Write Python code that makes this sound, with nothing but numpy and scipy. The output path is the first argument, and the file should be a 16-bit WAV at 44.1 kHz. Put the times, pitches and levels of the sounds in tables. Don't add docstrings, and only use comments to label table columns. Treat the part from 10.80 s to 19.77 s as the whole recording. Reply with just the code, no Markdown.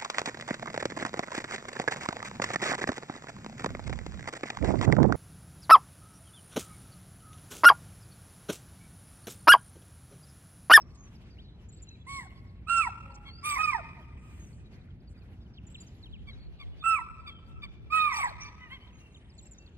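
import sys
import numpy as np
from scipy import signal
from scipy.fft import rfft, irfft, next_fast_len
from scipy.io import wavfile
from scipy.ndimage import uniform_filter1d

SR = 44100
rng = np.random.default_rng(int(sys.argv[2]) if len(sys.argv) > 2 else 0)


def pcm_store(signal):
    levels = np.round(np.clip(np.atleast_2d(signal), -1, 1) * 32767)
    wavfile.write(sys.argv[1], SR, levels.astype(np.int16).T)


def convert_level_to_amplitude(level_db):
    exponent = np.asarray(level_db, float) / 20
    return 10 ** exponent


N = 395577

MOUTH_HZ, MOUTH_WIDTH_HZ = 974, 110

# start_s, break_after_s, end_after_s, top_pitch_hz, fundamental_db
BARKS = [
    (1.264, 0.13, .21, 1117, -44.5),
    (1.866, 0.15, .23, 1378, -25.5),
    (2.626, .13, .215, 1208, -35.5),
    (6.022, .13, 0.2, 1342, -22.5),
    (7.098, .2, 0.32, 1281, -24.5),
    (2.765, .14, .25, 1272, -28.5),
    (7.305, .112, .22, 1175, -43),
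    (7.595, .09, 0.12, 1180, -54.5),
]
# second_partial_db, air_db, fade_while_held_db, sag_while_held_hz, tumble_hz_per_s
VOICES = [(-3, -6.5, 3, 49, 4800), (-9, -18.5, 3.5, 60, 7000), (-4.5, -8.5, 0, 70, 6400),
          (-11, -27, -1, 49, 6000), (-8, -23, -4.5, 130, 3500), (-5, -21, 0, 90, 5300),
          (-3, -9, 5.5, 65, 4600), (2.5, -17, -4, 10, 3500)]
HOARSENESS = [.05, .04, .18, .04, .05, .05, .25, .25]
# half_pitch_lines_db, nasal_band_db, top_hiss_db, upper_partials_db
BARK_COLOURS = [(-43.5, 13.5, -5, -10.5), (-34.5, 13.5, -14, -7.5), (-30, 11.5, 9, -3),
                (-30.5, 10, -8.5, -1), (-22.5, 22.5, 6, -6), (-21, 19.5, -4.5, -4.5), (-29, 16, 6.5, -4),
                (-8, 38.5, 1, -5)]
# pitch_hz, level_db
THROAT = [(1700, -30), (2900, -17), (3700, -15), (4400, -20), (5300, -20), (5950, -17), (6800, -12),
          (8100, 0), (8800, -9), (9700, -7), (11000, -15), (12300, -26), (14500, -20), (15600, -22)]
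# time_s, half_length_s, level_db
CATCHES = [(1.405, 0.0023, -13), (1.881, 0.0026, -9), (1.894, 0.0023, -22.5), (2.868, 0.0069, -15),
           (2.917, 0.0063, -14), (6.036, 0.0034, -15), (6.054, 0.0071, -5), (7.118, 0.0059, -7),
           (7.312, 0.003, -5), (2.827, 0.005, -11)]
# fundamental_db, fundamental_radians, second_partial_db, second_partial_radians
LEFT_PORT = [(-12, -.1, 1, -1.5), (-6, -.2, -18, 0), (-3, 1.5, -5, -1.5), (-5, -.1, -24, 1.2),
             (-7, .9, -7, -1.7), (-8, 1.1, -6, -1.4), (-2, -2, -2, -1.9), (-2, -1, -2, -1.6)]


def deer():
    out = np.zeros((2, N))
    mouth_lifts_db = [2, 1, 12, 2.2, 2.8, 5.8, 11.3, 0.5]
    herd = zip(BARKS, VOICES, mouth_lifts_db, HOARSENESS, BARK_COLOURS, LEFT_PORT)
    for (s, *call), voice, mouth_db, hoarse, (half_db, nose_db, top_db, upper_db), port in herd:
        hz, db1, db2, air_db, ends = bark(*call, *voice)
        n = len(hz)

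        def throat(f):
            return convert_level_to_amplitude(read(THROAT, f) + nose_db * (f < 5900) + top_db * (f > 11300))

        fallen = np.clip(5 * (1 - hz / hz.max()), 0, 1)
        jitter = .002 + .04 * hoarse + (.015 + .08 * hoarse) * fallen
        phase = 2 * np.pi * np.cumsum(hz * (1 + jitter * band(0, 140, n))) / SR

        def shake(depth):
            return 1 + depth * hoarse * band(0, 900, n) + (.6 + hoarse) * fallen * band(0, 240, n)

        tumbling = np.gradient(hz) * SR < -3000
        broken = uniform_filter1d(np.maximum.accumulate(1. * tumbling), size=200)
        mouth = mouth_db * near_mouth(hz) * broken
        t = s + np.arange(n) / SR
        catch = sum(db * np.exp(-((t - at) / half_s) ** 4) for at, half_s, db in CATCHES)

        low = convert_level_to_amplitude(db1 - 9 * broken + mouth + catch) * partial(1, hz, phase, *port[:2]) * shake(0.78)
        high = -convert_level_to_amplitude(db2 + 0.35 * mouth + 0.87 * catch) * partial(2, hz, phase, *port[2:]) * shake(2.6)
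        half_lines = np.sin(1.5 * phase) + np.sin(2.5 * phase) / 2
        half = convert_level_to_amplitude(db1 + half_db) * half_lines * band(0, 80, n)
        upper = 0
        for k in range(3, 12):
            flicker = convert_level_to_amplitude(6.46 * band(0, 50, n))
            upper = upper + throat(k * hz) * flicker * np.sin(k * phase) * shake(6.5)

        notches = np.cumsum(rng.standard_normal(80))
        notches -= uniform_filter1d(notches, size=7)
        air = coloured(lambda f: throat(f) * convert_level_to_amplitude(5 * np.interp(f / 200, np.arange(80), notches)), n)
        air = air * .8 * (1 + .5 * np.sin(phase))
        top = convert_level_to_amplitude(air_db) * (convert_level_to_amplitude(upper_db) * (1 - fallen / 2) * upper + air)
        add(out, int(s * SR), ends * (low + high + half + top))
    return out


def bark(break_s, end_s, top_hz, db, second_db, air_db, fade_db, sag_hz, tumble_hz):
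    t, ends = clock(end_s, 0.0065)
    held, after = np.clip(t / break_s, 0, 1), np.clip(t - break_s, 0, None)
    scoop = 1 - .13 * np.exp(-t / 0.014)
    hz = top_hz * scoop - sag_hz * held ** 2.8 - tumble_hz * after
    hz += .6 * (MOUTH_HZ - hz) * near_mouth(hz) * (after > 0)
    hz = uniform_filter1d(np.maximum(hz, 570), size=400)
    start_db, attack_s = -56.5, 0.044
    effort = db + (start_db - db) * np.clip(1 - t / attack_s, 0, 1) ** 2 + fade_db * held ** 2
    loss = np.outer((-12, -25, -18.5), (after / (end_s - break_s)) ** 1.23)
    air = air_db - 5 * (2 * held - 1) ** 2
    return hz, effort + loss[0], effort + second_db + loss[1], effort + air + loss[2], ends


def near_mouth(hz):
    return np.exp(-((hz - MOUTH_HZ) / MOUTH_WIDTH_HZ) ** 2)


def partial(k, hz, phase, left_db, left_rad):
    scale = 2 * np.sqrt(2) / abs(1 + convert_level_to_amplitude(left_db) * np.exp(1j * left_rad))
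    lag_samples = 5
    lead = left_rad + 2 * np.pi * k * hz * lag_samples / SR
    return scale * np.array([convert_level_to_amplitude(left_db) * np.cos(k * phase + lead), np.cos(k * phase)])


# start_s, length_s, pitch_hz, level_db, scoop_share_of_pitch
SQUEAKS = [
    (2.452, 0.066, 1130, -64.5, 0.014),
    (5.467, 0.055, 1145, -66, 0.0087),
    (5.789, 0.059, 1166, -64.5, 0.0086),
    (6.463, 0.049, 1192, -60, 0.014),
    (6.819, 0.049, 1197, -58.5, 0.012),
    (7.789, 0.11, 1012, -66, 0.0064),
    (7.892, 0.089, 1134, -61.5, .2),
]
SQUEAK_HALF_LINES = [-20, -33, -50, -28, -23, -22, -17.5]
SQUEAK_TILTS = [-.5, 0, -1.5, 0, -0.5, -10, -2]


def squeaker():
    out = np.zeros(N)
    for (s, length, top_hz, db, scoop), half_db, tilt_db in zip(SQUEAKS, SQUEAK_HALF_LINES, SQUEAK_TILTS):
        t, ends = clock(length, 0.0017)
        n, u = len(t), t / length
        hz = top_hz * (1 - scoop * (1 - u) ** 2.5 - .16 * u ** 3.4)
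        phase = 2 * np.pi * np.cumsum(hz * (1 + .008 * band(0, 220, n))) / SR
        arch = -20 * (2 * u ** 0.82 - 1) ** 2
        dbs = [db + partial_db + tilt_db * max(k - 1, 0) + arch
               for k, partial_db in enumerate((-10.5, -1, -1.5, -12))]
        dbs += [dbs[-1] - 20 - 1.1 * k for k in range(8)]
        stack = 0
        for k, level_db in enumerate(dbs):
            rough = 1 + 0.55 * band(0, 330, n)
            stack = stack + convert_level_to_amplitude(level_db + 17.5) * np.sin((k + 1) * phase) * rough
        air = convert_level_to_amplitude(dbs[1] - 18) * band(4700, 9000, n)
        uneven_pulses = 1 + 2 * convert_level_to_amplitude(half_db) * np.cos(phase / 2)
        add(out, int(s * SR), ends * (air + stack * uneven_pulses))
    return out


def birds():
    out = np.zeros(N)
    for s, length, start_hz, middle_hz, end_hz, db in notes() + twitter():
        u = np.linspace(0, 1, int(length * SR))
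        hz = np.polyval(np.polyfit([0, .5, 1], [start_hz, middle_hz, end_hz], 2), u)
        swell = np.sin(np.pi * u ** .6) ** .75
        flutter = 1 + .45 * band(0, 200, len(u))
        add(out, int(s * SR), convert_level_to_amplitude(db + 8.5) * swell * flutter * np.sin(2 * np.pi * np.cumsum(hz) / SR))
    return out


# share_of_song_length, note_s, start_hz, middle_hz, end_hz
SONG = [
    (0, .028, 7200, 7000, 6850),
    (.165, .04, 7250, 7700, 7550),
    (.39, .03, 7000, 7600, 7400),
    (.67, 0.03, 7350, 7100, 6900),
    (1.001, 0.02, 6700, 6150, 5810),
]
# start_s, length_s, level_db
SONGS = [(0.886, 0.2, -63.5), (4.867, 0.2, -63.5), (8.579, .198, -60)]
# start_s, length_s, middle_hz, level_db
CHIPS = [(4.075, 0.017, 1730, -67), (4.203, .025, 4200, -77), (4.412, 0.031, 3900, -75),
         (4.771, 0.026, 3020, -61.5), (4.945, 0.019, 3060, -58.5), (5.227, 0.06, 3350, -58.5),
         (5.325, 0.051, 2850, -62.5), (8.071, 0.045, 3370, -71.5), (8.344, 0.034, 3130, -66),
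         (8.494, 0.051, 4320, -74.5), (8.582, 0.031, 3560, -65), (8.671, .02, 4720, -78),
         (8.862, 0.031, 3570, -66.5), (3.161, 0.1, 605, -69.5)]
# start_s, length_s, start_hz, end_hz, level_db
WHISTLES = [(0, 0.034, 5700, 5250, -57.5), (1.1, 0.036, 2550, 2650, -68.5),
            (0.57, 0.046, 2200, 3900, -61.5), (.513, 0.062, 4700, 4150, -76),
            (.584, 0.21, 3950, 3950, -73.5), (1.2, 0.032, 3400, 3350, -61.5), (1.07, 0.1, 4030, 3870, -63),
            (1.3, 0.095, 4320, 4150, -61.5), (5, 0.053, 4700, 4600, -71), (1.3, 0.076, 3140, 3500, -65.5),
            (2.223, 0.35, 820, 818, -71), (2.218, 0.14, 555, 525, -68), (2.469, 0.2, 4100, 5170, -64),
            (1.5, .022, 2900, 2800, -63.5), (3.915, .05, 4600, 4250, -73), (5.573, .12, 4400, 4250, -71),
            (4.97, .062, 4080, 3800, -67), (5.5, 0.061, 4000, 3800, -61), (6, 0.045, 3600, 3400, -57.5),
            (6.5, .11, 3300, 2980, -62.5), (8, 0.09, 2990, 3100, -66), (8.195, 0.123, 2770, 2650, -69.5),
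            (8.37, 0.015, 2900, 3960, -66), (8.788, 0.1, 2700, 2600, -75)]
# start_s, length_s, start_hz, level_db
DIVES = [(0.171, 0.13, 6540, -69.5), (3.596, .1, 6520, -68.5), (8.13, 0.13, 6540, -74)]
# start_s, length_s, top_hz, level_db
LOOPS = [(8.322, .085, 7010, -74), (8.533, 0.06, 7930, -76)]


def notes():
    song, overtones = [], []
    for s, span, db in SONGS:
        for k, ((share, n, a, b, c), up_db) in enumerate(zip(SONG, (-2.5, -3, -3.5, 3, 0))):
            at = s + share * span
            song.append((at, n, a, b, c, db + up_db))
            if 0 < k < 4:
                overtones.append((at, n, 1.5 * a, 1.5 * b, 1.5 * c, db + up_db - 19.5))
    chips = [(s, n, hz * 1.29, hz, hz * .71, db) for s, n, hz, db in CHIPS]
    whistles = [(s, n, a, (a + c) / 2 * 1.013, c, db) for s, n, a, c, db in WHISTLES]
    dives = [(s, n, hz, .98 * hz, .86 * hz, db) for s, n, hz, db in DIVES]
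    loops = [(s, n, .88 * hz, hz, .68 * hz, db) for s, n, hz, db in LOOPS]
    return song + overtones + chips + whistles + dives + loops


def twitter(count=170):
    when, length, pitch, bend, up = rng.random((count, 5)).T
    hz = np.interp(pitch ** 1.5, (0, 1), (2300, 5000))
    glide = .12 * (2 * bend - .6)
    db = -79 + 4 * (2 * up - 1)
    length_s = .07 * (0.29 + 0.28 * length)
    return list(zip(when * (N / SR - .1), length_s, hz * (1 + glide), hz, hz * (1 - glide), db))


# delay_s, level_db
TREE_LINES = [(0.329, -61.5), (0.639, -46), (.98, -52.5)]


def trees(x, likeness=.7):
    t = np.arange(int(1.6 * SR)) / SR

    def tail(db, t60_s):
        return convert_level_to_amplitude(db - 60 * t / t60_s) * np.sqrt(2 * np.log(1000) / t60_s / SR)

    shape = tail(-16, .35) + tail(-23, 1.4) * convert_level_to_amplitude(1.5 * band(0, 30, len(t)))
    smear_s = .035
    for s, db in TREE_LINES:
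        shape = shape + convert_level_to_amplitude(db) * np.exp(-((t - s) / smear_s) ** 2) / np.sqrt(smear_s * SR)
    shape = shape * (1 - np.exp(-t / .07))
    shared, left, right = (coloured(lambda f: 1 / (1 + (f / 6000) ** 2.5), len(t)) for _ in range(3))
    own = np.sqrt(1 - likeness ** 2)
    return np.array([signal.fftconvolve(x, shape * (likeness * shared + own * side))[:N]
                     for side in (left, right)])


# start_s, length_s, centre_hz, width_hz, level_db
RUSTLES = [
    (0.146, 0.022, 5500, 7200, -65.5),
    (0.612, 0.049, 4660, 1500, -71),
    (0.958, 0.049, 4150, 1480, -69),
    (2.342, 0.023, 6200, 3700, -57.5),
    (3.367, 0.47, 7690, 5000, -73),
    (3.415, .34, 12700, 3140, -81.5),
    (4.287, 0.05, 7400, 6000, -76),
    (4.736, 0.046, 4000, 2450, -68),
    (8.137, 0.46, 8950, 4020, -84.5),
    (0, 0.34, 1146, 251, -69.5),
]


def leaves():
    out = np.zeros(N)
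    for s, length, hz, width_hz, db in RUSTLES:
        n = int(length * SR)
        swell = np.sin(np.linspace(0, np.pi, n)) ** 0.44
        add(out, int(s * SR), convert_level_to_amplitude(db) * swell * band(hz, width_hz, n))
    return out


# pitch_hz, level_db per Hz
WIND = [(13, -45), (22, -24), (54, 6.5), (89, 2), (203, -6), (372, -19.5), (517, -33), (718, -38.5),
        (1180, -47), (2540, -48.5), (5040, -60.5), (5790, -62), (8730, -73.5), (11500, -69.5),
        (15500, -93.5)]
# time_s, level_db
GUSTS = [(0.0, -50), (2.8, -48), (3.3, -47.5), (5.5, -48), (5.7, -54), (6.8, -50.5), (8.97, -54)]
# time_s, level_db
BUFFETS = [(0, -66), (5.2, -66), (5.3, -50), (5.95, -48), (6.2, -53), (7, -49), (7.6, -53), (7.95, -67),
           (8.97, -68)]


def wind():
    t = np.arange(N) / SR

    def low(f):
        return 1 / (1 + (f / 450) ** 4)

    rumble = [coloured(lambda f: convert_level_to_amplitude(read(WIND, f)) * low(f) * (f > 20), N) for _ in range(3)]
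    out = convert_level_to_amplitude(np.interp(t, *np.transpose(GUSTS))) * (rumble[0] + .15 * np.array(rumble[1:]))
    push = coloured(lambda f: (f / 50) ** 1.5 / (1 + (f / 62) ** 3.9), N) * convert_level_to_amplitude(3 * walk(16))
    out += convert_level_to_amplitude(np.interp(t, *np.transpose(BUFFETS))) * push * np.array([[1], [-1]])

    n = next_fast_len(N)
    f = np.arange(n // 2 + 1) * SR / n
    hiss = [rfft(coloured(lambda f: convert_level_to_amplitude(read(WIND, f)) * (1 - low(f)), n)) for _ in range(3)]
    hiss = hiss[0] + np.clip(f / 1100, .2, 1.3) * np.array(hiss[1:])
    swell = walk(5) + 1.8 * walk(30)
    for octave in np.arange(8, 14.5, .5):
        share = np.cos(np.pi * np.clip(np.log2(f + 1) - octave, -.5, .5)) ** 2
        patchy_db = .5 * (octave - 7) * (.5 * swell + .8 * walk(6) + .8 * walk(45))
        out += convert_level_to_amplitude(-65 + patchy_db) * irfft(hiss * share, n)[:, :N]
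    return out


def read(table, hz):
    f, db = np.transpose(table)
    return np.interp(np.log(np.maximum(hz, 1)), np.log(f), db)


def coloured(gain, size):
    n = next_fast_len(size)
    spectrum = rfft(rng.standard_normal(n)) * gain(np.arange(n // 2 + 1) * SR / n)
    x = irfft(spectrum, n)[:size]
    return x / np.std(x)


def band(hz, width_hz, size):
    return coloured(lambda f: np.exp(-((f - hz) / (width_hz / 2)) ** 2), size)


def walk(hz):
    points = N // 64 + 2
    return np.interp(np.arange(N) / 64, np.arange(points), band(0, 64 * hz, points))


def clock(length, fade_s):
    t = np.arange(int(length * SR)) / SR
    return t, np.clip(np.minimum(t, length - t) / fade_s, 0, 1)


def add(out, start, x):
    out[..., start:start + x.shape[-1]] += x[..., :N - start]


# pitch_hz, phase_radians
PORT_PHASE = [(3000, -2.14), (3700, -3.1), (4500, -4.4), (5800, -3.1), (8000, -.5), (9600, .9),
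              (11100, 3.1), (14300, 6.2), (16000, 6.6)]


def scene():
    herd, squeaks, songs = deer(), squeaker(), birds()
    far = trees(herd.mean(axis=0) + convert_level_to_amplitude(-2) * squeaks + convert_level_to_amplitude(3) * songs)
    far *= 1 + .28 * walk(220)
    left, right = herd + squeaks + songs + far + leaves() + wind()
    n = next_fast_len(N)
    f = np.arange(n // 2 + 1) * SR / n
    turn = np.interp(f, *np.transpose([(0, 0.007)] + list(PORT_PHASE)))
    return np.array([irfft(rfft(left, n) * np.exp(1j * turn), n)[:N], right])


def band_limit(x):
    return signal.sosfilt(signal.butter(12, 15690, fs=SR, output="sos"), x)


def record(dry):
    return band_limit(dry)


dry = scene()
out = record(dry)
pcm_store(out)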